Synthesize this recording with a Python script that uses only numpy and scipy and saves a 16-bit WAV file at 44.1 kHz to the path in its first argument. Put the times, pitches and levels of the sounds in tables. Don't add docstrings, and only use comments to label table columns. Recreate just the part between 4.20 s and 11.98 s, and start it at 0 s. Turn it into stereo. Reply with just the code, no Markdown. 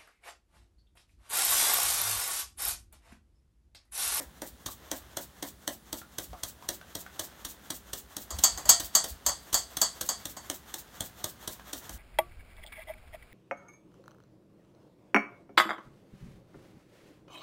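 import sys
import numpy as np
from scipy import signal
from scipy.fft import rfft, irfft, next_fast_len
from scipy.io import wavfile

SR = 44100
rng = np.random.default_rng(int(sys.argv[2]) if len(sys.argv) > 2 else 0)


def wav_record(signal):
    frames = np.transpose(np.atleast_2d(signal))
    bounded = np.clip(frames, -1, 1)
    quanta = np.round(bounded * 32767).astype(np.int16)
    wavfile.write(sys.argv[1], SR, quanta)


N = 343098
CLOCK = np.arange(N) / SR
AGE = np.arange(SR * 2 // 5) / SR



def from_db(db):
    return 10 ** (np.asarray(db) / 20)


def at_hz(points, hz):
    f, value = np.transpose(points)
    return np.interp(np.log(np.maximum(hz, 1)), np.log(f), value)


def in_time(rows):
    return np.interp(CLOCK, *np.transpose(rows))


def rms_one(x):
    return x / np.sqrt(np.mean(x ** 2) + 1e-20)


def at_level(x, db):
    return from_db(db) * rms_one(x) * np.sqrt(0.01 * SR / x.shape[-1])


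def fade(t60):
    return np.exp(-np.log(1000) * AGE / t60)


def swell(centre_s, width_s):
    return np.exp(-0.5 * ((AGE - centre_s) / width_s) ** 2)


def ping(hz, t60):
    return np.sin(2 * np.pi * hz * AGE) * fade(t60)


def add(out, start_s, x):
    i = round(start_s * SR)
    first, last = max(i, 0), min(i + x.shape[-1], N)
    out[:, first:last] += x[..., first - i:last - i]


def colour(x, spectrum):
    size = 2 * next_fast_len(x.shape[-1] // 2 + 1024)
    gain = from_db(at_hz(spectrum, np.fft.rfftfreq(size, 1 / SR)))
    cepstrum = irfft(np.log(gain))
    cepstrum[1:size // 2] *= 2
    cepstrum[size // 2 + 1:] = 0
    response = np.exp(rfft(cepstrum))
    return irfft(rfft(x, size) * response)[..., :x.shape[-1]]


# f/Hz, side-to-mid level/dB
STEREO_WIDTH = [(60, -5.5), (110, -12), (200, -9), (380, -3), (700, -0.5), (1290, 1.5), (2380, -1.5),
                (4400, -0.5), (8120, -9.5), (15000, -8.5)]


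def stereo_noise(size, width_db=0., grain_db=0.):
    grains = from_db(grain_db * np.minimum(rng.exponential(1, size), 4))
    mid, side = rng.standard_normal((2, size)) * grains
    side = from_db(width_db) * colour(side, STEREO_WIDTH)
    return np.array([mid + side, mid - side])


def dying_noise(t60s, width_db):
    spectrum = rfft(stereo_noise(len(AGE), width_db))
    hz = np.fft.rfftfreq(len(AGE), 1 / SR)
    centres, times = np.transpose(t60s)
    shares = [at_hz(np.c_[centres, one], hz) for one in np.eye(len(centres))]
    return sum(irfft(spectrum * share, len(AGE)) * fade(t60) for share, t60 in zip(shares, times))


# f/Hz, level/dB per Hz
RUMBLE_SPECTRUM = [(20, -27), (40, -19), (56, 5), (75, -2), (110, -10.5), (200, -10.5), (400, -43)]
# f/Hz, level/dB per Hz
AIR_SPECTRUM = [(20, -20), (100, -0.5), (200, 3.5), (450, -3.5), (900, -12), (1900, -13.5), (2500, -20),
                (3500, -14.5), (6500, -19), (10500, -16), (13000, -24), (16000, -16)]
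# t/s, level/dB
RUSTLE_LEVEL = [(0.0, -61.5), (0.54, -65), (0.65, -54), (1.47, -67), (3.12, -55), (3.75, -62),
                (3.99, -58.5), (4.4, -50), (4.83, -58), (5.72, -57.5), (6.24, -58), (7.78, -58)]
# f/Hz, level/dB per Hz
SLIDING_SPECTRUM = [(300, -2), (750, 1), (1800, -1), (2450, -8.5), (3400, -4.5), (4900, -13.5), (6400, -10),
                    (9000, -20), (11300, -32), (13000, -9), (16000, -23)]


def background(rumble_db=-59.0, rustle_db=2.0, air_db=-57.0):
    rumble = from_db(rumble_db) * rms_one(colour(stereo_noise(N, width_db=2.5), RUMBLE_SPECTRUM))
    grains = stereo_noise(N, grain_db=5.0)
    rustle = from_db(in_time(RUSTLE_LEVEL) + rustle_db) * rms_one(colour(grains, SLIDING_SPECTRUM))
    air = from_db(air_db) * rms_one(colour(stereo_noise(N, width_db=3.5), AIR_SPECTRUM))
    return rumble + rustle + air


# f/Hz, t60/s
ROOM_DECAY = [(100, 0.33), (500, 0.17), (2000, 0.15), (7000, 0.12), (15000, 0.12)]


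def kitchen(x, gap_s=0.0043):
    tail = dying_noise(ROOM_DECAY, width_db=0.5)
    tail *= np.clip(AGE / gap_s - 1, 0, 1)
    tail /= np.sqrt(np.sum(tail ** 2) / 2)
    return signal.fftconvolve(x, tail, axes=1)[:, :N]


# t/s of the peak, push level/dB before the two layers are weighted
TABLE_BUMPS = [(2.12, -39), (4.166, -30), (4.349, -36.5), (4.473, -38), (4.633, -39), (4.924, -40.5),
               (5.093, -37.5), (7.744, -37)]
# f/Hz, level/dB per Hz
THUMP_SPECTRUM = [(25, -9.5), (50, -2.5), (75, 6), (105, -14), (170, -12), (400, -36.5)]
BUMP_S = 0.025
NUDGE_LAG_S, NUDGE_DB, NUDGE_FOLLOWS = 0.11, -56, 0.46
USUAL_TAP_DB, USUAL_THUD_DB, USUAL_CLINK_DB = -30, -45, -15


def table(boom_hz=54.4, boom_db=-3.5, dull_db=-2.5):
    push = np.zeros((1, N))
    nudges = [(s + NUDGE_LAG_S, NUDGE_DB + NUDGE_FOLLOWS * (frame_db - USUAL_THUD_DB))
              for s, _, _, frame_db in TAP_STROKES]
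    for s, db in TABLE_BUMPS + nudges:
        add(push, s - 2 * BUMP_S, at_level(swell(2 * BUMP_S, BUMP_S), db))
    boom = from_db(boom_db) * rms_one(np.sin(2 * np.pi * boom_hz * CLOCK))
    dull = from_db(dull_db) * rms_one(colour(stereo_noise(N, width_db=-5.0), THUMP_SPECTRUM))
    return push * (boom + dull)


# t/s, level/dB before the overall lift, f/Hz
GRIP_KNOCKS = [(0.487, -44.5, 1120), (1.816, -47.5, 1400), (2.131, -38.5, 744), (2.424, -47.5, 970),
               (2.613, -52, 1570), (2.863, -46, 1470), (7.396, -49, 1630)]


def knocks(knock_db=1.0, knock_t60=0.022, tick_db=-49.5, tick_t60=0.034, slip_t60=0.013):
    out = np.zeros((2, N))
    for s, db, hz in GRIP_KNOCKS:
        tick = colour(stereo_noise(len(AGE)) * fade(tick_t60), SLIDING_SPECTRUM)
        slip = stereo_noise(len(AGE)) * fade(slip_t60)
        knock = signal.fftconvolve(slip, ping(hz, knock_t60)[None], axes=1)[:, :len(AGE)]
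        add(out, s, at_level(knock, db + knock_db) + at_level(tick, tick_db))
    return out


def grazes(graze_s=0.0078, graze_db=-24., shake_db=-39.5, shake_t60=0.1, shake_lag_s=0.00397,
           shake_follows=0.16):
    out = np.zeros((2, N))
    early_s = 0.04
    for s, ring_db in BOWL_CLINKS:
        brush = stereo_noise(len(AGE), grain_db=2.0) * np.exp(-np.abs(AGE - early_s) / graze_s)
        graze = colour(brush, RATTLE_SPECTRUM)
        add(out, s - early_s, at_level(graze, ring_db + graze_db))
        shake = colour(stereo_noise(len(AGE)) * fade(shake_t60), THUD_SPECTRUM)
        add(out, s + shake_lag_s, at_level(shake, shake_db + shake_follows * (ring_db - USUAL_CLINK_DB)))
    return out


# t/s, ring strength level/dB, from which each layer takes its level
BOWL_CLINKS = [(4.105, -32.5), (4.237, -12.5), (4.375, -32.5), (4.454, -33), (4.4913, -8.5),
               (4.7507, -13.5), (5.063, -19), (5.086, -25.5), (5.342, -17), (5.615, -16.5), (5.8888, -22.5),
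               (6.167, -37.5)]
# f/Hz, relative level/dB
BOWL_MODES = [(683.7, -56), (1340, -60), (1642, -61), (1863, -59), (2266, -66), (3327, -56), (4366, -59),
              (4533, -45), (4716, -52), (4829, -51), (4930, -54), (5249, -55), (5674, -59), (5809, -57),
              (6158, -57), (6352, -44), (6621, -49), (6675, -49), (6896, -49), (7208, -51), (7343, -46),
              (7671, -46), (7768, -49), (8134, -50), (8651, -58), (8963, -62), (10148, -67), (12548, -55),
              (12877, -57)]
# f/Hz, t60/s
BOWL_DECAY = [(300, 0.22), (1000, 0.18), (3300, 0.27), (4600, 0.34), (7000, 0.18), (10000, 0.35),
              (15000, 0.041)]
# f/Hz, level/dB per Hz
SHIMMER_SPECTRUM = [(2500, -26), (3300, -6), (3800, -16), (4300, -9), (4650, 0), (5100, -13.5), (5900, -11),
                    (6450, 4), (7700, -0.5), (8600, -7.5), (10000, -34), (15000, -25.5)]
# f/Hz, level/dB per Hz
CLANK_SPECTRUM = [(150, -12), (450, -7), (680, 4.5), (1100, 5), (1600, -6), (2000, -4), (2400, -29),
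                  (3500, -17.5)]
# f/Hz, level/dB per Hz
CRACK_SPECTRUM = [(3000, -11), (7000, -5), (9000, -0.5), (11000, -3), (12800, 8.5), (14500, 6),
                  (16000, -4.5)]
CLANK_DB, CLANK_FOLLOWS = -26.5, 0.63
CRACK_DB, CRACK_FOLLOWS = -23.5, 1.12
RING_FOLLOWS = 0.21


def clinks(mode_t60=0.19, mode_db=-2.5, shimmer_db=-3.5, buzz_db=-4.0, crack_t60=0.066, rim_db=3.0,
           buzz_t60=0.053, tilt_db=1.0):
    out = np.zeros((2, N))
    hz, level = np.transpose(BOWL_MODES)
    level = level + tilt_db * np.log2(np.minimum(hz / 4500, 1)) + rim_db * (np.abs(hz - 4535) < 60)
    dying = fade(mode_t60 * (hz[:, None] / 6000) ** -0.3)
    turn = (-1) ** np.arange(len(hz)) * np.arctan(from_db(at_hz(STEREO_WIDTH, hz)))
    apart = np.exp(1j * np.outer([1, -1], turn))
    for s, ring_db in BOWL_CLINKS:
        force_db = ring_db - USUAL_CLINK_DB
        phase = np.exp(2j * np.pi * rng.random(len(hz)))
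        strength = from_db(level + 2.5 * rng.standard_normal(len(hz))) * phase
        pitch = hz + 7 * rng.standard_normal(len(hz))
        modes = np.exp(2j * np.pi * pitch[:, None] * AGE) * dying
        ring = at_level(((apart * strength) @ modes).imag, ring_db + mode_db + RING_FOLLOWS * force_db)

        crowd = colour(dying_noise(BOWL_DECAY, width_db=1.5), SHIMMER_SPECTRUM)
        shimmer = at_level(crowd, ring_db + shimmer_db)
        chatter = stereo_noise(len(AGE), width_db=2., grain_db=4.0) * fade(buzz_t60)
        buzz = at_level(colour(chatter, SHIMMER_SPECTRUM), ring_db + buzz_db)

        low = colour(dying_noise(BOWL_DECAY, width_db=-3.5), CLANK_SPECTRUM)
        clank = at_level(low, CLANK_DB + CLANK_FOLLOWS * force_db)
        high = colour(stereo_noise(len(AGE)) * fade(crack_t60), CRACK_SPECTRUM)
        crack = at_level(high, CRACK_DB + CRACK_FOLLOWS * force_db)
        onset = 1 - fade(0.0039)
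        add(out, s, (ring + shimmer + buzz + clank + crack) * onset)
    return out


def landing(flight_s, db, spread_s=0.01, lift_share=0.61, trickle_share=0.15, trickle_s=0.026):
    lift = lift_share * swell(flight_s / 2, flight_s / 2)
    trickle = trickle_share * swell(flight_s + trickle_s, trickle_s)
    return at_level(swell(flight_s, spread_s) + lift + trickle, db)


# f/Hz, level/dB per Hz
LANDING_SPECTRUM = [(1500, -24.5), (3300, -7), (5000, -6.5), (6400, -2.5), (8200, -1), (9300, -5.5),
                    (11300, -7), (13000, 0.5), (16000, -2.5)]
# f/Hz, level/dB per Hz
GLIDING_SPECTRUM = [(300, -2.5), (750, 3.5), (1800, 0.5), (2450, -8), (3400, -2), (4900, -10.5), (6400, -3),
                    (11300, -14), (13000, -3.5), (16000, -11.5)]
LANDING_DB, LANDING_FOLLOWS = -37, 0.18
USUAL_PUSH_S, HOP_DB_PER_DOUBLING = 0.005, 1.1
FLIGHT_S, FLIGHT_LOSS_PER_S = 0.058, 0.015
SLIDE_DB, SLIDE_GAIN_DB_PER_S = -52, 1.37


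def flour(slide_lead_s=.043, slide_spread_s=0.023, toss_s=0.165, toss_db=-34.0):
    hops, slides = np.zeros((2, 1, N))
    swing = swell(3 * slide_spread_s, slide_spread_s)
    for s, push_s, tap_db, _ in TAP_STROKES:
        hop_db = LANDING_DB + LANDING_FOLLOWS * (tap_db - USUAL_TAP_DB)
        hop_db += HOP_DB_PER_DOUBLING * np.log2(push_s / USUAL_PUSH_S)
        add(hops, s, landing(FLIGHT_S * np.exp(-FLIGHT_LOSS_PER_S * s), hop_db))
        slide = at_level(swing, SLIDE_DB + SLIDE_GAIN_DB_PER_S * s)
        add(slides, s - slide_lead_s - 3 * slide_spread_s, slide)
    for s, ring_db in BOWL_CLINKS:
        add(hops, s, landing(toss_s, ring_db + toss_db))
    hiss = rms_one(colour(stereo_noise(N, grain_db=5.), LANDING_SPECTRUM))
    glide = rms_one(colour(stereo_noise(N, width_db=-2.0, grain_db=2.5), GLIDING_SPECTRUM))
    return hops * hiss + slides * glide


# t/s, rattle length/s, rattle level/dB, frame thud level/dB
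TAP_STROKES = [(-0.03, .005, -53, -28), (0.2192, 0.0027, -39, -44), (0.4612, 0.011, -32, -51),
               (0.715, 0.0022, -30.5, -40.5), (0.9698, 0.0052, -31.5, -42.5), (1.226, 0.0082, -34.5, -42.5),
               (1.4777, .0016, -28.5, -41), (1.7285, .0044, -32, -46), (1.9842, 0.005, -31.5, -44.5),
               (2.234, 0.0058, -30, -59), (2.4889, 0.0041, -27.5, -44.5), (2.752, 0.007, -33.5, -49),
               (2.9942, .0087, -30, -47.5), (3.249, 0.012, -33.5, -66), (3.5035, 0.0081, -31, -48.5),
               (3.7325, 0.01, -32, -53), (3.9672, 0.0036, -33, -54), (4.1873, 0.011, -33, -58),
               (4.5994, 0.013, -30, -49), (4.841, 0.011, -32, -45), (5.329, 0.012, -28.5, -50),
               (5.5698, 0.0071, -28.5, -54), (5.8108, .009, -28.5, -46.5), (6.055, 0.0044, -33.5, -55.5),
               (6.2998, 0.0027, -29.5, -45), (6.541, 0.0045, -33.5, -58), (6.8067, 0.0032, -29.5, -47.5),
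               (7.0422, .0036, -28.5, -46.5), (7.2764, 0.007, -32, -52.5), (7.531, 0.0076, -33.5, -47.5),
               (7.6944, 0.0036, -41, -54)]
# f/Hz, level/dB per Hz
RATTLE_SPECTRUM = [(150, 6), (500, -9.5), (1000, 1.5), (1900, -1.5), (2450, -12), (3200, 5), (4100, 2),
                   (4900, -4), (6300, 5), (7400, -3.5), (8300, 1), (11300, -12), (13000, -3.5),
                   (16000, -13)]
# f/Hz, level/dB per Hz
THUD_SPECTRUM = [(100, -25.5), (300, 4), (420, -10), (600, 4), (1000, -6.5), (1300, -12.5), (1900, -5),
                 (2600, -21.5)]
BRIGHT_DB = 3
HANDLE_DB, HANDLE_FOLLOWS = -46, 0.45


def taps(snap_db=17.5, lead_s=.0006, touch_s=0.0029, touch_db=-13.5, rattle_t60=0.019,
         thud_lag_s=0.000985, thud_t60=0.097, rattle_db=0.0, thud_db=4.5, mode_db=0.0, mode_t60=0.048):
    rattles, thuds = np.zeros((2, 2, N))
    early_s = 0.03
    since = AGE - early_s
    tone = [(hz, level + BRIGHT_DB * np.clip(np.log2(hz / 6500), -1, 1)) for hz, level in RATTLE_SPECTRUM]
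    for s, length_s, tap_db, frame_db in TAP_STROKES:
        touch = from_db(touch_db) * np.exp(-np.abs(since) / touch_s)
        push = np.exp(-np.log(1000) * np.maximum(since - 0.68 * length_s, 0) / rattle_t60)
        contact = np.where(since < 0, touch, push)
        chatter = stereo_noise(len(AGE), width_db=-2.0, grain_db=1.) * contact
        chatter[:, round((early_s + lead_s + length_s / 4) * SR)] += from_db(snap_db)
        add(rattles, s - lead_s - early_s, at_level(colour(chatter, tone), tap_db + rattle_db))

        handle_hz, frame_hz = np.array([310, 570]) * (1 + 0.07 * rng.standard_normal(2))
        handle_db = HANDLE_DB + HANDLE_FOLLOWS * (frame_db - USUAL_THUD_DB)
        handle = at_level(ping(handle_hz, mode_t60), handle_db + mode_db)
        frame = at_level(ping(frame_hz, mode_t60), frame_db + mode_db)
        flesh = colour(stereo_noise(len(AGE), width_db=-5.5) * fade(thud_t60), THUD_SPECTRUM)
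        flesh = at_level(flesh, np.maximum(handle_db, frame_db) + thud_db)
        add(thuds, s + thud_lag_s, handle - frame + flesh)
    return rattles, thuds


def scene(sieve_pan_db=0.63, bowl_pan_db=-0.5):
    left_right = np.array([[1], [-1]])
    rattle, thud = np.array(taps()) * from_db(sieve_pan_db * left_right)
    powder, knock = flour(), knocks()
    bowl = (clinks() + grazes()) * from_db(bowl_pan_db * left_right)
    into_room = from_db(-7.0) * rattle + from_db(-3.5) * thud + from_db(-6.5) * powder
    into_room += from_db(-6.0) * knock + from_db(-15.0) * bowl
    direct = rattle + thud + powder + knock + bowl
    return direct + kitchen(into_room) + table() + background()


def record(dry):
    low_cut = signal.butter(3, 36, "high", fs=SR, output="sos")
    thin = signal.sosfilt(low_cut, dry)
    clipped = np.clip(thin, -0.85, 0.85)
    top_cut = signal.ellip(12, 0.1, 90, 15900, fs=SR, output="sos")
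    return signal.sosfilt(top_cut, clipped)


dry = scene()
out = record(dry)
wav_record(out)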